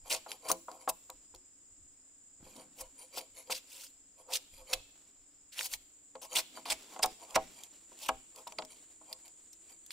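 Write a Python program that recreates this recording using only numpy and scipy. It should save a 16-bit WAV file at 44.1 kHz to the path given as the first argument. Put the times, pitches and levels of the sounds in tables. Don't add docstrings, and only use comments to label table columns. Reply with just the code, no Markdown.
import sys
import numpy as np
from scipy import signal
from scipy.fft import rfft, irfft, next_fast_len
from scipy.io import wavfile
from scipy.ndimage import uniform_filter1d

SR = 44100
rng = np.random.default_rng(int(sys.argv[2]) if len(sys.argv) > 2 else 0)


def dump_mix(stems):
    frames = np.atleast_2d(stems).T
    limited = np.clip(frames, -1, 1)
    pcm = np.round(limited * 32767).astype(np.int16)
    wavfile.write(sys.argv[1], SR, pcm)


N = 437472
TIME = np.arange(N) / SR

# t/s, level/dB, rise/s, hold/s, log ring against the tear/dB, depth/0-1, rasp/Hz
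TEARS = [(0.101, -34, 0.0049, 0.048, -9, 0.78, 9500), (0.489, -33.5, 0.0088, .012, -5, 0.44, 12000),
         (0.891, -30.5, 0.0071, 0.0071, -6.5, 0, 9500), (2.809, -40.5, 0.031, 0.0077, -9, 0, 2280),
         (3.179, -38, 0.031, .013, -18, 0.5, 5440), (3.504, -34.5, .003, .022, -12.5, 0.56, 5400),
         (3.549, -44, 0.031, 0.029, -23, .6, 4380), (3.748, -50.5, 0.1, 0.1, -19, 0.33, 3080),
         (4.341, -32, .03, 0.022, -30, 0.61, 5100), (4.733, -27, .004, 0.0055, -20, 0.92, 1930),
         (5.526, -52.5, 0.0079, 0.044, -24, 0.8, 3000), (5.59, -38.5, 0.027, .02, -13, 0.66, 2300),
         (5.632, -37.5, 0.029, 0.03, -20, 0.16, 5440), (5.731, -39.5, .037, 0.016, -18, 0, 2300),
         (6.217, -49, 0.0019, 0.035, -4.5, 0.34, 2500), (6.355, -30, 0.0087, .036, -12.5, 0.6, 3400),
         (6.656, -45.5, 0.0041, 0.037, -3, .95, 2460), (6.702, -29.5, 0.0065, 0.021, -12, 1, 9000),
         (7.028, -24, .004, 0.0097, -13, 0.75, 1950), (7.358, -26, .01, 0.0023, -6.5, .9, 1700),
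         (8.026, -46.5, 0.047, 0.041, -11, 0.42, 2940), (8.088, -30.5, 0.0044, 0.0026, -6, 0.7, 2500),
         (8.472, -48.5, .002, 0.0071, -11.5, 1, 1500), (9.912, -49, 0.011, 0.0072, -20, .4, 2800)]


def amp(db):
    return 10 ** (np.asarray(db) / 20)


def unit(x):
    return x / np.sqrt(np.mean(x ** 2) + 1e-20)


def read(points, hz):
    f, value = np.transpose(points)
    return np.interp(np.log(hz + 1), np.log(f + 1), value)


def add(mix, s, sound):
    start = round(s * SR)
    sound = sound[max(-start, 0):]
    part = mix[max(start, 0):][:len(sound)]
    part += sound[:len(part)]


def colour(x, db_at):
    size = next_fast_len(x.shape[-1])
    gain = amp(db_at(np.fft.rfftfreq(size, 1 / SR)))
    return irfft(rfft(x, size) * gain, size)[..., :x.shape[-1]]


def wander(count, size):
    return unit(uniform_filter1d(uniform_filter1d(rng.standard_normal(count), size), size))


def band(hz, centre_hz, width_hz):
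    return -20 * np.log10(1 + ((hz - centre_hz) / width_hz) ** 2)


def resonances(modes, hz):
    response = sum((-1) ** k * amp(db) * f / (f ** 2 - hz ** 2 + 1j * hz * np.log(1000) / (np.pi * t60))
                   for k, (f, db, t60) in enumerate(modes))
    return 20 * np.log10(abs(response) + 1e-9)


def crackle(count, clump_db, grain_db):
    clicks = rng.standard_normal(count)
    return clicks * amp(clump_db * wander(count, size=36) + grain_db * rng.standard_normal(count))


def patchy(x, patch_db):
    spectra = signal.stft(x, SR, nperseg=256)[2]
    patches = uniform_filter1d(rng.standard_normal(spectra.shape), size=5, axis=0)
    patches = uniform_filter1d(patches, size=5, axis=1)
    return signal.istft(spectra * amp(patch_db * unit(patches)), SR, nperseg=256)[1][:len(x)]


def stroke(s, rise, hold, fall):
    t = np.arange(-2 * rise, hold + 2 * fall, 1 / SR)
    return s + t[0], amp(-20 * (np.maximum(-t / rise, 0) + np.maximum((t - hold) / fall, 0)))


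def swells(events, rise, fall):
    power = np.zeros(N)
    for s, db, length in events:
        start, pressure = stroke(s, rise, length, fall)
        add(power, start, (amp(db) * pressure) ** 2)
    return np.sqrt(power)


def diffuse(db_at):
    likeness = [(60, .98), (290, .88), (640, .65), (1400, .45), (3100, .3), (6800, -.1), (15000, .2)]
    left, other = rfft(rng.standard_normal((2, next_fast_len(N))))
    hz = np.linspace(0, SR / 2, len(left))
    same = np.clip(read(likeness, hz), -1, 1)
    right = same * left + np.sqrt(1 - same ** 2) * other
    return unit(irfft(np.array([left, right]) * amp(db_at(hz)))[:, :N])


def cicadas(far_hz=5120, near_hz=8850, near_joins_s=6.3, near_swell_s=0.47):
    chorus_colour = [(5800, -46), (6300, -26), (6700, -11), (7150, -1.5), (7750, -5.5), (8100, -10),
                     (8400, -18.5), (8900, -15), (9250, -35), (10000, -45.5)]
    chorus_swell = [(0, -60.5), (2, -60.5), (5.3, -62), (7, -59), (9.9, -58.5)]
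    chorus_db = np.interp(TIME, *np.transpose(chorus_swell)) + 1.1 * wander(N, size=500)
    chorus = amp(chorus_db) * diffuse(lambda hz: read(chorus_colour, hz))
    far_db = -77 - 0.7 * TIME + 2 * wander(N, size=12000)
    far = amp(far_db) * diffuse(lambda hz: band(hz, far_hz, width_hz=200))
    joining = np.clip((TIME - near_joins_s) / near_swell_s, 0, 1)
    near = amp(-71.5) * joining * diffuse(lambda hz: band(hz, near_hz, width_hz=130))
    return chorus + far + near


def hum():
    pitch = [(0, 292.7), (2.5, 275.4), (6, 286.5), (7.5, 325.3), (9.9, 314.2)]
    cycles = np.cumsum(np.interp(TIME, *np.transpose(pitch))) / SR
    waver = wander(N, size=900) + 1j * wander(N, size=900)
    return amp(-80.5) * unit((waver * np.exp(2j * np.pi * cycles)).real)


def air():
    hush = [(20, 8), (60, 6), (130, 2), (200, 1), (290, 5), (380, 1), (600, -2), (1000, -6), (1500, -5.5),
            (2200, -7), (3000, -6.5), (6000, -12), (10000, -18), (15500, -17)]
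    return amp(-74) * diffuse(lambda hz: read(hush, hz))


def ground(steady_db=-90, jolt_lag_s=0.013):
    ground_bumps = [(0.02, -63), (0.16, -64), (0.53, -68), (1.14, -67), (1.33, -66.5), (1.69, -69),
                    (1.81, -61.5), (2.42, -58), (2.82, -61), (3.3, -75), (3.51, -69), (4.53, -62),
                    (4.6, -62), (5.17, -69.5), (5.73, -62.5), (6.39, -74), (7.53, -73), (8.11, -59.5),
                    (8.61, -68)]
    rumble_colour = [(15, -3), (30, -1.5), (70, -9), (120, -16.5), (250, -33.5), (600, -73.5)]
    jolts = [(s + jolt_lag_s, db - 34.5 + 9.5 * depth - 501 * hold)
             for s, db, _, hold, _, depth, _ in TEARS]
    bumps = swells([(s, db, 0.026) for s, db in ground_bumps + jolts], rise=.04, fall=0.1)
    rumble = unit(colour(rng.standard_normal(N), lambda hz: read(rumble_colour, hz)))
    return np.hypot(bumps, amp(steady_db)) * rumble


def log_modes(s, hollow_hz=520):
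    modes = [(179.5, -20, 0.26), (261, -15.5, 0.29), (327, -13, 0.19), (439, -11.5, 0.17),
             (519.5, -2.5, 0.13), (647.8, -2, 0.13), (747.5, -2, 0.1), (853.4, -3, 0.11), (963, 2.5, 0.064),
             (1091, -1, 0.076), (1272, -4, 0.066), (1410, -3.5, 0.043), (1634, -14, 0.066),
             (2045, -13.5, .06)]
    # t/s, level/dB
    hollow = [(0, 1), (2.5, 8.5), (4.8, 8), (5.6, 0), (6.15, 2.5), (6.6, -5.5), (9.9, 0.5)]
    hollow_db = np.interp(s, *np.transpose(hollow))
    return [(hz, db + hollow_db * (abs(hz - hollow_hz) < 50), t60) for hz, db, t60 in modes]


def knocks(thud_t60=0.09, attack_s=0.00018, ring_cycles=115):
    blows = [(0.057, -54, 711), (0.263, -44.5, 1092), (0.501, -28.5, 1007), (0.512, -36, 520),
             (0.514, -38, 336), (0.683, -39.5, 1000), (0.715, -52.5, 326), (0.876, -28, 1000),
             (1.097, -46.5, 977), (1.341, -54.5, 361), (2.465, -56.5, 434), (2.599, -54.5, 509),
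             (3.173, -40.5, 544), (3.498, -37.5, 949), (4.289, -52, 495), (4.729, -40, 727),
             (6.153, -43.5, 528), (6.574, -44.5, 970), (6.659, -42.5, 920), (6.962, -43, 964),
             (6.994, -38, 764), (7.042, -25.5, 756), (7.361, -22, 772), (7.917, -57, 422), (8.09, -26, 775),
             (8.469, -42, 940), (8.521, -53, 613), (8.588, -36.5, 625), (8.622, -46.5, 631),
             (9.013, -57.5, 307), (9.113, -55, 518)]
    thud_colour = [(40, -31), (150, -27), (300, -10.5), (600, -9.5), (1000, 1), (1400, -17), (2000, -20),
                   (4000, -20), (9000, -55.5)]
    out, t = np.zeros(N), np.arange(SR // 3) / SR
    for s, db, centre_hz in blows:
        focus = lambda hz: -3 * np.minimum(np.log2((hz + 1) / centre_hz) ** 2, 2)
        modes = sum(amp(mode_db + focus(hz) + 2 * rng.standard_normal() - 60 * t / t60)
                    * np.sin(2 * np.pi * (hz * t + rng.random())) for hz, mode_db, t60 in log_modes(s))
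        ring = np.sin(2 * np.pi * centre_hz * t) * amp(-60 * t * centre_hz / ring_cycles)
        thud = colour(rng.standard_normal(len(t)), lambda hz: read(thud_colour, hz) + focus(hz))
        thud *= amp(-60 * t / thud_t60)
        blow = (unit(modes) + amp(-7) * (unit(ring) + unit(thud))) * (1 - np.exp(-t / attack_s))
        bass_cut_hz = 190 * (centre_hz / 1000) ** 2
        blow = signal.lfilter(*signal.butter(2, bass_cut_hz, "high", fs=SR), blow)
        opening_level = np.sqrt(2 * np.mean(blow[:SR // 100] ** 2))
        add(out, s, amp(db + 1) * blow / opening_level)
    return out


def log_ring(s, pressure, t60_share=0.65):
    # f/Hz, level/dB
    tilt = [(150, -9), (450, 0), (700, 0), (1000, 1.5), (1800, -13.5), (4000, -20)]
    push = np.pad(pressure * rng.standard_normal(len(pressure)), (0, SR // 6))
    t = np.arange(SR // 6) / SR
    body = sum(amp(db - 60 * t / (t60 * t60_share)) * np.sin(2 * np.pi * (hz * t + rng.random()))
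               for hz, db, t60 in log_modes(s))
    ring = colour(signal.fftconvolve(push, body)[:len(push)], lambda hz: read(tilt, hz))
    return ring * np.linalg.norm(pressure) / np.linalg.norm(ring)


def slides():
    # t/s, steel/dB, length/s, log/dB, squeak/Hz, squeak against the steel/dB
    passes = [(0.072, -55, 0.0093, -55.5, 11200, -16.5), (0.295, -53.5, 0.033, -55, 11300, -10.5),
              (0.454, -52, 0.067, -47.5, 11020, -15), (0.703, -68.5, 0.065, -56.5, 11050, -7.5),
              (0.808, -64, 0.021, -61.5, 10730, -3), (2.45, -64, 0.081, -71, 9350, -17),
              (2.562, -60.5, 0.057, -60, 9100, -6), (2.791, -63, .05, -58.5, 9500, -21),
              (2.995, -58, 0.036, -62.5, 9370, 5), (3.142, -54, 0.076, -57, 9550, -23),
              (3.372, -54, 0.026, -60, 10900, -5.5), (3.474, -64, .015, -59.5, 10900, -17),
              (4.197, -63.5, 0.0039, -59.5, 9500, -5.5), (4.298, -66, 0.042, -49, 9300, -11.5),
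              (4.54, -57, .003, -71, 9600, -9), (4.582, -60.5, 0.028, -59, 9400, -11),
              (4.701, -48.5, 0.043, -51, 10900, -15), (6.327, -45.5, 0.013, -48, 9350, -20.5),
              (6.561, -53, 0.013, -59, 9280, -19), (6.921, -59.5, .024, -57.5, 9400, -22.5),
              (7.218, -57.5, 0.015, -54, 9400, -28.5), (7.298, -63, 0.042, -56, 9320, -10),
              (7.557, -60.5, 0.094, -68, 9240, -24.5), (8.373, -58.5, 0.015, -55, 10700, -10),
              (8.71, -59.5, 0.019, -68, 9250, -6), (9.085, -64, 0.045, -61, 8860, -12),
              (9.254, -62.5, 0.0094, -66, 9280, -27), (9.698, -61.5, 0.024, -70.5, 9460, -23)]
    blade_modes = [(2350, -3, 0.011), (3170, -7, 0.022), (4040, -5.5, 0.01), (4690, -6.5, 0.028),
                   (5780, -2, 0.0044), (7170, 0.5, .008), (9100, -2, 0.0054), (11100, -5.5, 0.014),
                   (12500, -9.5, 0.0055), (14200, -6, 0.0059)]
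    out = np.zeros(N)
    for s, db, length, log_db, squeak_hz, squeak_db in passes:
        start, pressure = stroke(s, rise=.034, hold=length, fall=.052)
        friction = patchy(crackle(len(pressure), clump_db=4, grain_db=2.5), patch_db=3)
        grip = 1 + .04 * rng.standard_normal()
        steel = unit(colour(friction, lambda hz: resonances(blade_modes, hz * grip)))
        squeak = unit(colour(friction, lambda hz: band(hz, squeak_hz, width_hz=280)))
        add(out, start, amp(db) * pressure * (steel + amp(squeak_db) * squeak))
        add(out, start, amp(log_db) * log_ring(s, pressure))
    return out


def tears(rasp_db=2.5, rasp_octaves=0.55):
    bark = [(820, -39.5), (1400, -13), (1790, -18.5), (2600, -5.5), (3780, -7), (5130, -3.5), (6340, -3.5),
            (8510, -1), (13400, -7), (15000, -4), (15800, -13.5)]
    sapwood = [(500, 3), (1400, 5), (1900, 12), (2700, 6), (4000, 6.5), (7000, -2), (15000, -8.5)]
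    out = np.zeros(N)
    for s, db, rise, hold, log_db, depth, rasp_hz in TEARS:
        start, pressure = stroke(s, rise, hold, fall=.006 + .6 * hold)
        breaks = crackle(len(pressure), clump_db=2, grain_db=2)
        breaks = patchy(breaks * amp(1.9 * wander(len(pressure), size=240)), patch_db=3)
        rasp = lambda hz: rasp_db / (1 + (np.log2((hz + 1) / rasp_hz) / rasp_octaves) ** 2)
        fibres = colour(breaks, lambda hz: read(bark, hz) + depth * read(sapwood, hz) + rasp(hz))
        add(out, start, amp(db) * pressure * unit(fibres))
        add(out, start, amp(db + log_db) * log_ring(s, pressure))
    return out


def litter(tearing, settle_s=0.82):
    rustles = [(2.5, -72.5, 0.58), (6.45, -64, 1), (7.4, -68, 0.78), (8.3, -67.5, 0.21),
               (8.72, -62.5, 0.041), (9.2, -74.5, .7)]
    leaf_colour = [(100, -13), (300, 7.5), (500, 0), (1500, -6), (3200, -2.5), (6000, -4), (10000, -10.5),
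                   (15500, -16)]
    decay = amp(-20 / (settle_s * SR)) ** 2
    stirred = amp(-28.5) * np.sqrt(signal.lfilter([1 - decay], [1, -decay], tearing ** 2))
    shifting = swells(rustles, rise=.17, fall=0.5)
    leaves = crackle(N, clump_db=3, grain_db=1.5) * amp(3.2 * wander(N, size=1500))
    return np.hypot(stirred, shifting) * unit(colour(leaves, lambda hz: read(leaf_colour, hz)))


def snaps(attack_s=0.00036, break_t60=0.013):
    breaks = [(0.3168, -28, 3800, .025), (0.5155, -14, 10900, .04), (0.7148, -41.5, 4640, .02),
              (0.877, -42.5, 1590, .015), (1.1005, -35.5, 6460, 0.0092), (1.347, -44.5, 7210, .02),
              (1.3598, -47.5, 7300, .024), (2.5641, -45, 7210, .023), (3.5628, -39, 3200, .024),
              (4.3696, -28, 5000, 0.0122), (5.591, -24, 2760, 0.011), (5.6097, -26.5, 2400, 0.012),
              (5.7367, -24.5, 4210, .026), (6.1543, -47, 2350, 0.033), (6.962, -46.5, 2170, .018),
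              (6.992, -37, 3500, 0.053), (7.0587, -26.5, 8600, .022), (7.3077, -40.5, 7150, .02),
              (7.346, -35.5, 2510, .025), (7.36, -20.5, 1300, .04), (7.635, -35.5, 7240, .034),
              (7.989, -43, 7040, .02), (8.091, -23, 1300, 0.033), (8.36, -42, 7170, .022),
              (8.522, -39.5, 5700, .016), (8.585, -27, 2320, 0.039), (8.6216, -38, 1930, .025),
              (8.6493, -42, 7500, .022), (9.128, -29, 6100, .025), (9.2795, -47, 5930, .022),
              (9.53, -44, 7150, 0.056), (9.863, -43, 8810, 0.024), (9.9063, -32.5, 4400, 0.015)]
    # f/Hz, level/dB
    wood = [(500, -2.5), (1600, -0.5), (3000, 4.5), (8000, 0), (15000, -7)]
    out, t = np.zeros(N), np.arange(SR // 16) / SR
    for s, db, centre_hz, t60 in breaks:
        splinters = patchy(crackle(len(t), clump_db=3, grain_db=1), patch_db=4)
        splinters = colour(splinters, lambda hz: read(wood, hz) - 4 * np.log2((hz + 1) / centre_hz) ** 2)
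        fade = amp(-60 * t / t60) + amp(4 - 60 * t / break_t60)
        crack = splinters * fade * (1 - np.exp(-t / attack_s))
        opening_level = np.sqrt(np.mean(crack[:SR // 300] ** 2))
        add(out, s, amp(db - 7.5) * crack / opening_level)
    return out


def scuffs():
    shuffles = [(2.405, -63.5, 0.015, 0.038, .1), (2.551, -64, 0.075, 0.055, 0.35),
                (4.737, -85, .03, 0.039, 0.043), (6.595, -68, 0.18, 0.088, .1),
                (8.583, -59, 0.026, 0.018, .1)]
    soil = [(40, -47), (130, -5.5), (270, 5), (450, -11), (1500, -16.5), (8000, -44)]
    out = np.zeros(N)
    for s, db, rise, hold, fall in shuffles:
        start, pressure = stroke(s, rise, hold, fall)
        grit = colour(crackle(len(pressure), clump_db=3.5, grain_db=2.5), lambda hz: read(soil, hz))
        add(out, start, amp(db) * pressure * unit(grit))
    return out


def echo(x, paths=4, turns_per_s=9, build_s=0.0044):
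    trunks = [(200, -11, .7), (704, -25, 0.35), (1500, -15, 0.3), (3200, -17, .7), (7000, -24, 0.52),
              (15000, -23.5, 0.94)]
    levels, fade_times = np.array(trunks)[:, :2], np.array(trunks)[:, ::2]
    t, out = np.arange(SR) / SR, np.zeros((2, N))
    for k in range(paths):
        scatter = rng.standard_normal((2, SR)) * (1 - np.exp(-t / build_s))
        f, age, spectra = signal.stft(scatter, SR, nperseg=256)
        fade = amp(-60 * age / read(fade_times, f)[:, None])
        tail = signal.istft(spectra * fade, SR, nperseg=256)[1]
        share = np.cos(2 * np.pi * (turns_per_s * (1 + k // 2) * TIME + k / 4)) * np.sqrt(2 / paths)
        out += signal.fftconvolve((x * share)[None], tail / np.linalg.norm(tail[0]), axes=1)[:, :N]
    return colour(out, lambda hz: read(levels, hz))


def forest(x, nearby_t60=0.031, turns_per_s=.35):
    balance = [(100, 1), (380, -1), (700, 0.5), (1290, 2), (2380, -4), (4400, 0), (8000, 0.5), (15000, 2)]
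    lead = [(0, -0.058), (2670, -0.45), (3010, 0.6), (3700, -0.15), (4820, 0.4), (6200, -0.1), (13400, 0.1),
            (13800, -0.2), (15900, 0.1), (16400, -0.0)]
    nearby = [(200, -17), (700, -17), (1300, -12.5), (2500, -8), (8000, -7.5), (15000, -7.5)]
    size = next_fast_len(N + SR)
    hz = np.fft.rfftfreq(size, 1 / SR)
    sides = np.array([[.5], [-.5]])
    heard = rfft(x, size) * amp(sides * read(balance, hz)) * np.exp(1j * sides * read(lead, hz))
    t, place = np.arange(SR // 10) / SR, 2 * np.pi * turns_per_s * TIME
    for share in np.cos(place), np.sin(place):
        tail = rng.standard_normal(len(t)) * amp(-60 * t / nearby_t60)
        reflection = rfft(tail / np.linalg.norm(tail), size) * amp(read(nearby, hz))
        heard += rfft(x * share, size) * reflection * np.sign(sides)
    return irfft(heard, size)[:, :N] + echo(x)


def scene():
    tearing = tears()
    work = tearing + slides() + knocks() + snaps() + litter(tearing) + scuffs()
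    return forest(work) + cicadas() + hum() + ground() + air()


def record(dry, edge_hz=15800):
    low_pass = signal.firwin(511, edge_hz, window=("kaiser", 9), fs=SR)
    return signal.oaconvolve(dry, low_pass[None], "same")


dry = scene()
out = record(dry)
dump_mix(out)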